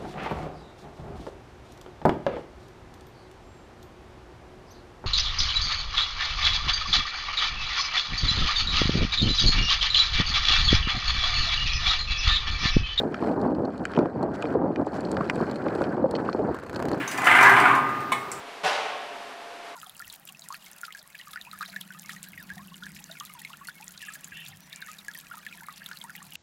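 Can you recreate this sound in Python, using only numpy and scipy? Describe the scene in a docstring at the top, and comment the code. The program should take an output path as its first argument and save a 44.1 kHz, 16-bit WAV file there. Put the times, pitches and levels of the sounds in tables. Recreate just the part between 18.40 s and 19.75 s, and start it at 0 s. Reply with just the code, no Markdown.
"""Machinery keeps up a steady rush of air and a hum in a large brick hall full of steel tanks.
Then, some way off, something heavy and hollow slams once, landing in three contacts within 30 ms.
The first sets off a short low thump; each gives a broad crack and excites the modes of the panels.
The sound arrives mostly as dense reflections. The reverberation dies away, treble first,
and the air and the hum remain."""
import sys
import numpy as np
from scipy import signal
from scipy.fft import rfft, irfft
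from scipy.io import wavfile
from scipy.ndimage import uniform_filter1d

SR = 44100
rng = np.random.default_rng(int(sys.argv[2]) if len(sys.argv) > 2 else 0)


def to_wav(sig):
    """Store sig (one row per channel, or 1-D mono) as 16-bit WAV at the path in sys.argv[1].

    Samples outside -1..1 are clipped; the rate is SR.
    """
    pcm = np.clip(np.atleast_2d(sig), -1, 1) * 32767
    pcm = np.round(pcm).astype(np.int16)
    wavfile.write(sys.argv[1], SR, pcm.T)  # frames by channels


N = 59535
TIME = np.arange(N) / SR
TOP_HZ = 13900


def undb(db):
    """Amplitude ratio of a level in decibels."""
    return 10 ** (np.asarray(db) / 20)

def unit(x):
    """Normalisation to rms 1."""
    return x / np.sqrt(np.mean(x ** 2))

def at_hz(table, hz):
    """Interpolation of a table on a logarithmic frequency axis."""
    f, values = np.array(table, float).T
    return np.interp(np.log(np.maximum(hz, 1)), np.log(f), values)

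def through(x, response):
    """Convolution with an impulse response, cut to the length of the scene."""
    return signal.fftconvolve(x, response)[:N]

def minimum_phase(spectrum, size=4096):
    """Causal response of unit energy with the given spectrum, by folding the cepstrum."""
    magnitude = undb(at_hz(spectrum, np.arange(size // 2 + 1) * SR / size))
    cepstrum = irfft(np.log(magnitude))
    cepstrum[1:size // 2] *= 2
    cepstrum[size // 2 + 1:] = 0
    response = irfft(np.exp(rfft(cepstrum)))
    return response / np.sqrt(np.sum(response ** 2))

def impulses(rows):
    """Impulse train with one impulse for each row of t/s, level/dB."""
    train = np.zeros(N)
    for t, db in rows:
        train[int(t * SR)] += undb(db)
    return train

def decay(t60):
    """Exponential decay by 60 dB in t60 seconds."""
    return np.exp(-np.log(1000) * TIME / t60)

def fluctuation(rate_hz):
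    """Smoothed random steps with rms 1."""
    hold = max(int(SR / rate_hz), 2)
    steps = np.repeat(rng.standard_normal(N // hold + 1), hold)
    return unit(uniform_filter1d(uniform_filter1d(steps, hold), hold)[:N])


# Spectral density of the ventilation noise: f/Hz, relative level/dB
AIR_SPECTRUM = [(25, -26.5), (60, -34), (100, -35.5), (130, -25.5), (200, -22), (270, -11), (350, -15.5),
                (430, -7), (500, -11), (700, -8), (1200, -10), (2000, -14), (3500, -19), (7000, -30.5),
                (11000, -36.5), (13800, -43.5)]

def air_rush(level_db=-42, flicker_db=0.63):
    """Broadband flow noise of the ventilation; its level flickers slightly."""
    noise = rfft(rng.standard_normal(N))
    hz = np.arange(len(noise)) * SR / N
    air = unit(irfft(noise * undb(at_hz(AIR_SPECTRUM, hz)), N))
    return air * undb(level_db + flicker_db * fluctuation(25.8))


# Fan tones: f/Hz, rms level/dB
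FAN_TONES = [(414.5, -58.5), (693, -47), (834, -60), (1157, -72)]

def fan_hum(waver_db=1.7, drift=0.002):
    """Random amplitude and frequency modulation: fan tones waver on their way through the hall."""
    hum = np.zeros(N)
    for hz, db in FAN_TONES:
        amplitude = np.sqrt(2) * undb(db + waver_db * fluctuation(7.47))
        frequency = hz * (1 + drift * fluctuation(7.7))
        hum += amplitude * np.sin(2 * np.pi * np.cumsum(frequency) / SR)
    return hum


# Reverberation time of the hall: f/Hz, T60/s
REVERB_TIMES = [(150, 1.25), (500, 1.73), (1000, 1.32), (2000, 1.43), (3500, 1.27), (5500, 0.96),
                (8000, 0.93), (12000, .5)]
BUILD_S = 0.00091  # rise time of the reverberant field

def reverberation(bands=18, reflections_per_s=1800, specular_db=-5, early_db=-11, early_s=0.013):
    """Diffuse and specular reflections, strongest early on, decay at a separate rate in each band."""
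    specular = unit(rng.standard_normal(N) * (rng.random(N) < reflections_per_s / SR))
    field = unit(rng.standard_normal(N) + undb(specular_db) * specular)
    build_up = 1 - np.exp(-TIME / BUILD_S)
    early_boost = 1 + undb(early_db) * np.exp(-TIME / early_s)
    spectrum = rfft(field * build_up * early_boost)
    centres = np.geomspace(100, TOP_HZ, bands)
    log_f = np.log(np.maximum(np.arange(len(spectrum)) * SR / N, 1))
    tail = np.zeros(N)
    for hz, band in zip(centres, np.eye(bands)):
        triangle = np.interp(log_f, np.log(centres), band)
        tail += irfft(spectrum * triangle, N) * decay(at_hz(REVERB_TIMES, hz))
    energy_at_1khz = np.sum(decay(at_hz(REVERB_TIMES, 1000)) ** 2)
    return tail / np.sqrt(energy_at_1khz)


# Echoes from far walls and tanks: delay t/s, level/dB re the whole reverberation
FAR_ECHOES = [(0.08, -25), (0.123, -25), (.258, -23)]

def hall_response(direct_db=-23, echo_top_hz=3500):
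    """Superposition of weak direct sound, reverberation and echoes dulled by absorption in air and brick."""
    direct = impulses([(0.00036, direct_db)])
    absorption = signal.butter(2, echo_top_hz, fs=SR, output="sos")
    echoes = signal.sosfilt(absorption, impulses(FAR_ECHOES))
    return direct + echoes + reverberation()

def multipath_tone(hz, blur_hz=38):
    """Interference between many paths makes the level and phase of a tone wander."""
    phase = 2 * np.pi * hz * TIME
    return (fluctuation(blur_hz) * np.cos(phase) + fluctuation(blur_hz) * np.sin(phase)) / 2

def struck_envelope(blows, t60, rise_s):
    """Incoherent summation: the energies that the blows give to a resonance add up."""
    shape = decay(t60) * (1 - np.exp(-TIME / rise_s))
    energy = through(impulses(blows) ** 2, shape ** 2)
    return np.sqrt(np.maximum(energy, 0))

def thump(hz=171.3, t60=0.12, rise_s=0.0065, gain_db=-33, tail_db=-22):
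    """A strongly damped low resonance, excited by the first contact, and its reverberation."""
    first = [(IMPACTS[0][0], 0)]
    knock = struck_envelope(first, t60, rise_s) * np.sin(2 * np.pi * hz * TIME)
    tail = struck_envelope(first, at_hz(REVERB_TIMES, hz), rise_s) * multipath_tone(hz)
    return undb(gain_db) * (knock + undb(tail_db) * tail)


# Normal modes of the panels: f/Hz, relative level/dB
PANEL_MODES = [(442, -5.5), (594, -1), (752, -0.5), (798, -7.5), (921, -5.5), (1082, -3), (1310, -9.5),
               (1482, -4.5), (1685, -7.5), (1878, -6.5), (2350, -10.5), (2596, -10), (2762, -11),
               (3088, -11.5)]

def panels(boom_db=-30.5, boom_top_hz=900, ring_db=-34.5):
    """Free vibration after impact: the lowest modes boom briefly; all linger as reverberation."""
    low_modes = sum(undb(db) * np.sin(2 * np.pi * (hz * TIME + rng.random())) * (hz < boom_top_hz)
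                    for hz, db in PANEL_MODES)
    reflected_modes = sum(undb(db) * multipath_tone(hz) for hz, db in PANEL_MODES)
    boom = struck_envelope(IMPACTS, t60=0.17, rise_s=0.0084) * low_modes
    ring = struck_envelope(IMPACTS, t60=1.48, rise_s=BUILD_S) * reflected_modes
    return undb(boom_db) * boom + undb(ring_db) * ring


# Contacts of the landing body: t/s, relative level/dB
IMPACTS = [(0.2344, -3), (.2438, 3.5), (0.2629, -0.5)]
# Spectral density of one crack: f/Hz, relative level/dB
CRACK_SPECTRUM = [(60, -57), (120, -24), (250, -19), (370, -13), (620, 0), (800, 1.5), (1150, -3),
                  (1900, -6.5), (2900, -6.5), (4200, -12.5), (5500, -15), (7500, -23.5), (11000, -29.5),
                  (14000, -42)]

def cracks(rms_db=-34.5):
    """Impulsive excitation: each contact strikes another spot and so has its own hall response."""
    arrivals = sum(through(impulses([impact]), hall_response()) for impact in IMPACTS)
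    return undb(rms_db) * unit(through(arrivals, minimum_phase(CRACK_SPECTRUM)))

def slam(cutoff_hz=122):
    """The cracks add to the vibration of the body, whose radiation efficiency falls below the cutoff."""
    radiation = signal.butter(4, cutoff_hz, "high", fs=SR, output="sos")
    return cracks() + signal.sosfilt(radiation, panels() + thump())

def scene():
    """Superposition of the slam and the running machinery in one channel."""
    return (slam() + (air_rush() + fan_hum()))[None]

def record(dry):
    """Band limiting: a steep elliptic low-pass removes the highest treble."""
    return signal.sosfilt(signal.ellip(12, .2, 90, TOP_HZ, fs=SR, output="sos"), dry)


dry = scene()
out = record(dry)
to_wav(out)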